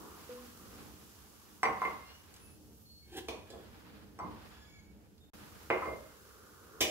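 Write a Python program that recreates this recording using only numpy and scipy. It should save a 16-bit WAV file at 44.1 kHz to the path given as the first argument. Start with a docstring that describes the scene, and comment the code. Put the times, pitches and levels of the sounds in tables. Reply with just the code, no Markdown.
"""In a quiet, hard-walled room, drinks fizz as filtered noise with pops and sound the air columns above them.
Glasses are knocked down on a wooden table and a can glugs and snaps: decaying modes, rasping noise bursts.
Something is dragged over the table; thin squeaks (gliding harmonics) and dry ticks (noise bursts) come and go.
Hands and cloth rustle over a low rumble. The sound drops out for a moment before a fresh glass fizzes."""
import sys
import numpy as np
from scipy import signal
from scipy.fft import rfft, irfft, next_fast_len
from scipy.io import wavfile
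from scipy.ndimage import uniform_filter1d

SR = 44100
rng = np.random.default_rng(int(sys.argv[2]) if len(sys.argv) > 2 else 0)


def store_wav(level_fs):
    """Save 16-bit WAV to argv[1]."""
    pcm = np.round(np.clip(np.atleast_2d(level_fs), -1, 1) * 32767)
    wavfile.write(sys.argv[1], SR, pcm.T.astype(np.int16))


N = 304543
T = np.arange(N) / SR

# Spectrum of the room rumble. Each row: frequency in Hz, relative density in dB per Hz.
RUMBLE_SPECTRUM = [(18, -42), (30, -10), (47, -7.5), (64, 4.5), (106, -3), (125, -6), (166, -7), (214, -2),
                   (271, -13.5), (301, -2), (330, -12.5), (413, -14), (447, -11), (614, -21.5), (700, -23),
                   (910, -24), (1540, -120)]
# Spectrum of hands and cloth. Each row: frequency in Hz, relative density in dB per Hz.
RUSTLE_SPECTRUM = [(150, -23.5), (250, -3), (270, -7), (302, -1), (346, -10), (451, -8.5), (544, -12.5),
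                   (782, -7.5), (1110, -8.5), (1600, -8.5), (2030, -13), (2710, -13.5), (5000, -19.5),
                   (6500, -38), (11000, -120)]
# Spectrum of the bursting bubbles. Each row: frequency in Hz, relative density in dB per Hz.
FIZZ_SPECTRUM = [(1180, -22), (2000, -16), (2260, -13), (2860, -4), (3810, -4.5), (5300, -1), (7380, -2),
                 (8330, -5), (11900, -1.5), (15200, -4), (16000, -0.5)]
# Spectrum of the can's rasp. Each row: frequency in Hz, relative density in dB per Hz.
CAN_RASP_SPECTRUM = [(120, -41), (200, -24), (240, -4), (311, 1), (500, -2.5), (696, -1), (1500, -16),
                     (2420, -3), (2750, -12.5), (3310, -6.5), (4350, -17), (5630, -13), (9060, -26.5),
                     (12800, -26), (16000, -27)]
# Hands and cloth on the move. Each row: time in seconds, rustle level in dB, room rumble level in dB.
HANDLING = [(0, -64, -53), (.3, -56.5, -59), (.6, -62, -58.5), (.8, -57, -49), (1.0, -63, -57),
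            (1.2, -65, -64.5), (1.62, -66.5, -62.5), (1.85, -52.5, -59.5), (2.15, -63.5, -64.5),
            (2.43, -65, -60), (2.6, -73, -56), (3.001, -80.5, -62.5), (3.42, -74, -59.5), (3.5, -61, -61.5),
            (3.86, -61, -55), (4.04, -62.5, -54.5), (4.15, -70, -57.5), (4.25, -62, -53), (4.5, -56.5, -55),
            (4.76, -68, -59.5), (5.3, -76, -59.5), (5.335, -58, -52.5), (5.6, -59, -57.5),
            (5.85, -55.5, -58.5), (6.1, -63.5, -60.5), (6.55, -68.5, -63.5), (6.9, -68, -61)]
# Fizzing drinks. Each row: start in seconds, end in seconds, fizz level in dB, steady time in seconds,
# fizz change after that in dB/s, air column pitch in Hz, column level in dB, column change in dB/s.
DRINKS = [(0, 5.31, -59, 0.49, -3.5, 1150, -61, -8), (5.33, 7, -62, .1, -1.5, 1309, -69, 4)]
# Air above the drink, open at one end. Each row: multiple of the upper tone, half width in Hz, level in dB.
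COLUMN_TONES = [(1 / 3, 81, -0.58), (1, 238, 0.67)]
# Decay of the room by band. Each row: centre in Hz, t60 in seconds, relative level in dB,
# likeness of the two channels from 0 to 1.
ROOM_BANDS = [(158.3, 0.81, 2, 0.96), (370, 0.45, 9, 0.57), (905, 0.53, 4.5, 0), (2690, 0.17, 1, 0),
              (5880, 0.39, -35, 0.05), (13300, 0.1, 1.5, 0)]
# Small dry ticks. Each row: start in seconds, level in dB, centre in Hz, width in Hz, decay time in seconds.
TICKS = [(2.34, -48, 6500, 9000, 0.0046), (2.363, -49.5, 5000, 6000, 0.0067),
         (3.169, -41, 9000, 9000, 0.0056), (3.506, -48, 5800, 3000, 0.0044), (5.18, -44, 4150, 400, 0.0035)]
# Thin squeaks. Each row: start in seconds, end in seconds, first and last nominal pitch in Hz,
# partials as (harmonic number, level in dB).
SQUEAKS = [(2.04, 2.27, 2760, 2950, [(1, -59), (2, -66)]), (2.05, 2.2, 4355, 4360, [(1, -62)]),
           (2.39, 2.62, 2590, 2603, [(1, -68), (4, -63)]), (2.72, 2.93, 2215, 2275, [(5, -73), (6, -64)]),
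           (2.85, 3.16, 4350, 4340, [(1, -59)]), (3.02, 3.13, 2200, 2210, [(1, -68)]),
           (3.47, 3.72, 1690, 1700, [(1, -68), (2, -67)]), (4.5, 4.9, 1700, 1705, [(1, -66), (2, -68),
           (3, -70), (4, -72)]), (4.65, 5.0, 2245, 2238, [(1, -64), (2, -74), (3, -73)]),
           (5.2, 5.32, 3615, 3615, [(1, -69), (2, -81)])]
# The can glugs as it is tipped back. Each row: start in seconds, pitch in Hz, level in dB,
# hold in seconds, t60 in seconds.
GLUG_TONES = [(0.291, 493.6, -42, 0.032, 0.39), (0.306, 242.6, -57.5, 0.13, 0.9),
              (0.375, 1058, -54, .01, 0.18)]
# Resonances excited by the drag. Each row: centre in Hz, width in Hz, relative density in dB.
DRAG_RESONANCES = [(360, 51, 7.5), (770, 41, -2), (1680, 180, -8), (2630, 690, -15.5), (3100, 150, -10),
                   (5500, 1100, -41)]
# Snaps of the can wall. Each row: start in seconds, rasp level in dB, ring level in dB,
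# spectral tilt in dB per octave, crackle decay time in seconds.
SNAPS = [(3.285, -29, -45.5, -1, .005), (6.8057, -18, -22.5, 2.5, 0.015)]
# Modes of the thin metal can. Each row: frequency in Hz, relative level in dB, t60 in seconds.
CAN_MODES = [(509, -0.5, 0.1), (611, 9, 0.11), (738, -8.5, 0.15), (2170, -9, 0.026), (2458, 2, 0.063),
             (2540, -16, 0.068), (2930, 3.5, 0.056), (3190, -7, 0.095), (5780, 2, 0.054), (6380, -6, 0.04)]
# Modes of the table top. Each row: frequency in Hz, relative level in dB, t60 in seconds.
TABLE_MODES = [(199, -3.5, 0.065), (315, -18.5, 0.36), (373.6, 2.5, 0.092), (476.5, 7.5, 0.056),
               (531.5, 3, 0.09), (629, 3.5, 0.072), (767.4, 6, 0.038), (806, 1, 0.022), (940.4, -3, 0.13),
               (1070, 7.5, 0.044), (1118, -6.5, 0.036), (1118, -8.5, 0.029), (1137, -11, 0.18),
               (1274, -2.5, 0.032), (1315, -17, 0.019), (1407, -26.5, 0.03), (1598, 6.5, 0.0071),
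               (1820, 10, 0.013), (2000, 12.5, 0.026), (2496, 17.5, 0.011), (2760, 10, 0.023)]
# Modes of the drinking glass. Each row: frequency in Hz, relative level in dB, t60 in seconds.
GLASS_MODES = [(2070, -9, .15), (2097, -3, .42), (2132, -7, .25), (2340, -12, .15), (4620, -6, .1),
               (5830, -2, .08), (7983, -5, .04)]
# The contact itself, one quick push. Each row: frequency in Hz, relative level in dB, t60 in seconds.
THUD_MODES = [(1207, -3, 0.0036)]
# Knocks on the table, mostly of a glass; the one at 3.284 s belongs to the can's snap.
# Each row: start in seconds, level in dB, best answering pitch of the table in Hz,
# breadth in octaves, then in dB relative to that level: glass ring, rim overtones, tick, thud,
# rattle of the table, boom in the room.
KNOCKS = [(1.631, -19, 1125, 0.63, -17, -25, -10.5, 1, -21.5, -32),
          (1.655, -25, 990, 0.83, -9.5, -42, -28, -26, -30, -25),
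          (1.818, -23.5, 1083, 0.56, -20, -38, -19, -27, -22, -28.5),
          (1.852, -30, 980, 1.04, -14, -43, -28, -37, -35, -28.5),
          (3.284, -36.5, 560, 1.37, -60, -60, 8, 2, -12, -20),
          (3.503, -45.5, 437, 0.73, -41, -45, 6.5, -20, -9.5, -31),
          (3.531, -41.5, 466, 0.9, -45, -43, -30, -28, -12, -17.5),
          (4.189, -38, 910, 0.79, -48, -21, -27, -30, -27, -27.5),
          (4.199, -33, 930, 0.22, -24, -31, -36, -6, -10, -18),
          (4.219, -48, 920, 0.47, -33, -45, -38, -11, -20, -10),
          (5.702, -17.5, 634, 1.68, -14, -42, -42, 7, -28, -32),
          (5.822, -27.5, 1370, 0.25, -25.5, -45, -40, -40, -25, -28.5),
          (5.856, -36.5, 570, 0.73, -8.5, -45, -40, -40, -21, -25),
          (5.872, -29.5, 582, 0.33, -24, -45, -40, -40, -15.5, -32)]

RUSTLE_SWAY_DB, RUMBLE_SWAY_DB, GLASS_SWAY_DB = 1, 2, 6  # scales of the random level walks
DEEP_HZ, DEEP_SHARE = 137.3, 0.39  # below this the rumble follows only a share of the swells
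CLOTH_HISS_DB = -9.5  # treble of the rustle, relative to its body
BOOM_PEAK_S, RATTLE_DECAY_S = 0.055, 0.029
DRAG_PEAK_S, DRAG_DB, DRAG_RISE_DB_S, DRAG_FALL_DB_S = 3.187, -41.5, 240, 548
SNAP_RISE_S, CONTACT_S = 0.0019, 0.0015  # onset ramps of snap and table
BLOW_SCATTER_DB = 1.5
WET_DB, SMALL_WET_DB = 3.5, -8  # room level, and how much less of it the small sounds excite
LEFT_DB, LEFT_LAG_S = -1.5, 0.00011  # left channel relative to right
DROPOUT_START_S, DROPOUT_END_S = 5.302, 5.3335
BOTTOM_HZ, TOP_HZ = 38.7, 15650


def undb(db):
    """Amplitude is ten to the power of decibels over twenty."""
    return 10 ** (np.asarray(db) / 20)


def unit(x):
    """Normalisation by the root mean square, over all channels together."""
    return x / np.sqrt(np.mean(x ** 2))


def band(x, hz, width):
    """A single resonance, with gain 1 at its centre."""
    return signal.lfilter(*signal.iirpeak(hz, hz / width, SR), x)


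def spectrum_of(size):
    """The discrete Fourier transform samples frequency in equal steps."""
    return np.arange(size // 2 + 1) * SR / size


def shape(x, spectrum):
    """Spectral colouring: gain in dB is interpolated over log frequency."""
    hz, db = np.transpose(spectrum)
    size = next_fast_len(N)
    f = np.maximum(spectrum_of(size), 1)
    gain = undb(np.interp(np.log(f), np.log(hz), db, left=-90, right=-90))
    return irfft(rfft(x, size) * gain, size)[..., :N]


def walk(rate):
    """Slow fluctuation: random levels held for 1 / rate seconds and smoothed twice."""
    k = int(SR / rate)
    held = np.repeat(rng.standard_normal(N // k + 1), k)
    return uniform_filter1d(uniform_filter1d(held, k), k)[:N]


def wide_noise(alike):
    """Partial coherence: sum and difference noises give two channels the correlation `alike`."""
    mid, side = rng.standard_normal((2, N))
    return np.sqrt(1 + alike) * mid + np.sqrt(1 - alike) * side * np.array([[1], [-1]])


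def ring(modes, extra_db):
    """Modal superposition: damped sines start together, their levels scattered at every blow."""
    hz, db, t60 = np.transpose(modes)[:, :, None]
    t = T[:SR * 3 // 4]
    gain = undb(db + extra_db + BLOW_SCATTER_DB * rng.standard_normal((len(modes), 1)))
    return np.sum(gain * undb(-60 * t / t60) * np.sin(2 * np.pi * hz * t), axis=0)


def crack(length):
    """Impulsive noise: a random burst with exponential decay time `length`."""
    t = T[:SR // 8]
    return rng.standard_normal(len(t)) * np.exp(-t / length)


def add(out, s, x):
    """Linear superposition: x is added to out from time s."""
    i = int(s * SR)
    out[i:i + len(x)] += x[:N - i]


def booms():
    """Build-up and decay of low room energy: a gain of the form u exp(1 - u) after each blow."""
    out, u = np.zeros(N), T[:SR] / BOOM_PEAK_S
    for s, db, *_, boom_db in KNOCKS:
        add(out, s, undb(db + boom_db) * u * np.exp(1 - u))
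    return out


def room_rumble(rumble_db):
    """Low-pitched coloured noise, its deepest band swelling less than the rest."""
    swell_db = 20 * np.log10(np.hypot(undb(rumble_db), booms()))
    rumble = unit(shape(wide_noise(0.61), RUMBLE_SPECTRUM))
    deep = signal.filtfilt(*signal.butter(2, DEEP_HZ, fs=SR), rumble)
    upper = rumble - deep
    mean_db = np.mean(swell_db)
    deep_db = mean_db + DEEP_SHARE * (swell_db - mean_db)
    deep_gain = undb(deep_db + RUMBLE_SWAY_DB * walk(2.8))
    return deep * deep_gain + upper * undb(swell_db + RUMBLE_SWAY_DB * walk(9.8))


def cloth_rustle(rustle_db):
    """Friction of hands and cloth: coloured noise with irregular amplitude."""
    uneven = wide_noise(0.117) * undb(1.6 * walk(60))
    return unit(shape(uneven, RUSTLE_SPECTRUM)) * undb(rustle_db + RUSTLE_SWAY_DB * walk(16))


def fizz_and_cloth_hiss(rustle_db):
    """Bubble bursts as randomly accented treble noise, the hiss of cloth adding in power."""
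    fizz_gain = np.zeros(N)
    for start, end, db, steady, fade_db, *_ in DRINKS:
        on = (T >= start) & (T < end)
        fizz_gain += on * undb(db + fade_db * np.maximum(T - start - steady, 0))
    pops = 1 + 3 * (rng.random(N) < .03) * rng.random(N)
    hiss_gain = np.hypot(fizz_gain, undb(rustle_db + CLOTH_HISS_DB))
    return unit(shape(wide_noise(0.036) * pops, FIZZ_SPECTRUM)) * hiss_gain * undb(0.39 * walk(24))


def air_column():
    """Resonance of a column open at one end: narrow noise at a tone and at a third of it."""
    gain, column_hz = np.zeros((2, N))
    for start, end, *_, hz, column_db, change_db in DRINKS:
        on = (T >= start) & (T < end)
        gain += on * undb(column_db + change_db * (T - start))
        column_hz += on * hz
    phase = 2 * np.pi * np.cumsum(column_hz * (1 + .03 * walk(6))) / SR
    column = 0
    for multiple, half_width, db in COLUMN_TONES:
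        # noise in a moving resonance: two slow noises on the sine and cosine of its centre
        lowpass = signal.butter(2, half_width, fs=SR)
        on_sine, on_cosine = [unit(signal.lfilter(*lowpass, wide_noise(0.52))) for _ in range(2)]
        tone = on_sine * np.sin(multiple * phase) + on_cosine * np.cos(multiple * phase)
        column = column + undb(db) * tone
    return column * gain * undb(2.5 * walk(7))


def background():
    """Superposition of the rumble, the rustle, the fizz and the air column."""
    s, *levels = np.transpose(HANDLING)
    rustle_db, rumble_db = (np.interp(T, s, level) for level in levels)
    return room_rumble(rumble_db) + cloth_rustle(rustle_db) + fizz_and_cloth_hiss(rustle_db) + air_column()


def room(x):
    """Reverberation between hard walls: x is convolved with noise decaying at a rate set for each band."""
    t = T[:SR]
    tail = 0
    for hz, t60, db, alike in ROOM_BANDS:
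        noise = band(wide_noise(alike)[:, :SR], hz, hz)
        tail = tail + noise * undb(db - 60 * t / t60) / np.sqrt(hz * t60)
    tail = tail * np.minimum(t / 0.0038, 1)
    flat = signal.lfilter([1, -.9], 1, tail)  # equal energy an octave becomes an even spectrum
    response = flat / np.sqrt(np.sum(flat ** 2) / 2)
    return signal.fftconvolve(x[None], response, axes=1)[:, :N]


def ticks():
    """Short impulses: decaying noise bursts pass through one resonance each."""
    out = np.zeros(N)
    for s, db, hz, width, length in TICKS:
        add(out, s, undb(db) * band(crack(length), hz, width))
    return out


def squeaks():
    """Harmonic series on a gliding, wavering fundamental, swelling and dying with a flutter."""
    out = np.zeros(N)
    waver, flutter = walk(150), walk(70)
    for start, end, first_hz, last_hz, partials in SQUEAKS:
        i = slice(int(start * SR), int(end * SR))
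        u = np.linspace(0, 1, len(T[i]), endpoint=False)
        pitch = (first_hz + (last_hz - first_hz) * u) * (1 + .014 * waver[i])
        phase = 2 * np.pi * np.cumsum(pitch) / SR
        tone = sum(undb(db) * np.sin(k * phase) for k, db in partials)
        out[i] += tone * np.sin(np.pi * u ** .5) ** 1.3 * undb(3 * flutter[i])
    return out


def glug():
    """Damped resonance: each tone rises quickly, holds and then decays exponentially."""
    out = np.zeros(N)
    t = T[:SR // 2]
    for s, hz, db, hold, t60 in GLUG_TONES:
        gain = undb(db - 60 * np.maximum(t - hold, 0) / t60) * np.minimum(t / 0.0032, 1)
        add(out, s, gain * np.sin(2 * np.pi * hz * t))
    return out


def drag():
    """Sliding friction: uneven noise excites resonances as the pull builds up, then lets go."""
    slips = rng.standard_normal(N) * undb(1.6 * walk(90))
    body = sum(undb(db) * unit(band(slips, hz, width)) * np.sqrt(width) for hz, width, db in DRAG_RESONANCES)
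    pull_db = np.minimum(DRAG_RISE_DB_S * (T - DRAG_PEAK_S), DRAG_FALL_DB_S * (DRAG_PEAK_S - T))
    return undb(DRAG_DB + pull_db) * (unit(body) + undb(-12.5) * unit(slips))


def snaps():
    """Buckling of a thin wall: a broad rasp, with sparse cracks each ringing the can's modes."""
    out = np.zeros(N)
    for s, rasp_db, ring_db, tilt_db, length in SNAPS:
        burst = crack(length) * np.minimum(T[:SR // 8] / SNAP_RISE_S, 1)
        sparse_cracks = burst * (rng.random(len(burst)) < .03)
        metal = signal.fftconvolve(ring(CAN_MODES, 0), sparse_cracks)
        add(out, s, undb(ring_db) * metal / np.max(np.abs(metal)))
        rasp = np.zeros(N)
        add(rasp, s, burst)
        tilted = [(hz, db + tilt_db * np.log2(hz / 1000)) for hz, db in CAN_RASP_SPECTRUM]
        rasp = shape(rasp, tilted) * (T >= s)  # nothing sounds ahead of the snap
        out += undb(rasp_db) * rasp / np.max(np.abs(rasp))
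    return out


def knocks():
    """Impact excitation: table modes near one pitch, rattle, thud, tick; the glass rings at a rough, uneven level."""
    table, glass = np.zeros((2, N))
    table_hz = np.array(TABLE_MODES)[:, :1]
    is_rim = np.array(GLASS_MODES)[:, :1] > 3000
    for s, db, best_hz, octaves, glass_db, rim_db, tick_db, thud_db, rattle_db, _ in KNOCKS:
        wood = ring(TABLE_MODES, -6 * (np.log2(table_hz / best_hz) / octaves) ** 2)
        wood = wood * np.minimum(T[:len(wood)] / CONTACT_S, 1)
        add(table, s, undb(db) * (wood / np.max(np.abs(wood)) - ring(THUD_MODES, thud_db)))
        add(table, s, undb(db + tick_db) * band(crack(0.0011), 3770, 3190))
        loose = rng.standard_normal(SR // 3)
        for _ in range(2):
            loose = band(loose, best_hz, best_hz * octaves)
        rattle = unit(loose) * np.exp(-T[:len(loose)] / RATTLE_DECAY_S)
        add(table, s, undb(db + rattle_db) * rattle)
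        add(glass, s, undb(db) * ring(GLASS_MODES, np.where(is_rim, rim_db, glass_db)))
    return table, glass * undb(GLASS_SWAY_DB * walk(45.27))


def scene():
    """Interaural-type cues: everything lies to the right, so the left channel is later and softer."""
    table, glass = knocks()
    blows = table + snaps()
    small = glass + glug() + drag() + squeaks() + ticks()
    # thin, small sounds stir the room less than blows on the table
    reverberation = undb(WET_DB) * room(blows + undb(SMALL_WET_DB) * small)
    left, right = blows + small + reverberation + background()
    size = next_fast_len(N)
    lag = np.exp(-2j * np.pi * spectrum_of(size) * LEFT_LAG_S)  # a delay is a linear phase shift
    left = irfft(rfft(left, size) * lag, size)[:N]
    return np.array([left * undb(LEFT_DB / 2), right * undb(-LEFT_DB / 2)])


def record(dry):
    """Gating and band limitation: the sound drops out briefly; the lowest bass and the top are cut."""
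    outside_s = np.maximum(DROPOUT_START_S - T, T - DROPOUT_END_S)
    gate = np.clip(outside_s / .002, undb(-45), 1)
    port = signal.lfilter(*signal.butter(2, BOTTOM_HZ, "high", fs=SR), dry * gate)
    return signal.sosfilt(signal.ellip(10, .2, 70, TOP_HZ, fs=SR, output="sos"), port)


dry = scene()
out = record(dry)
store_wav(out)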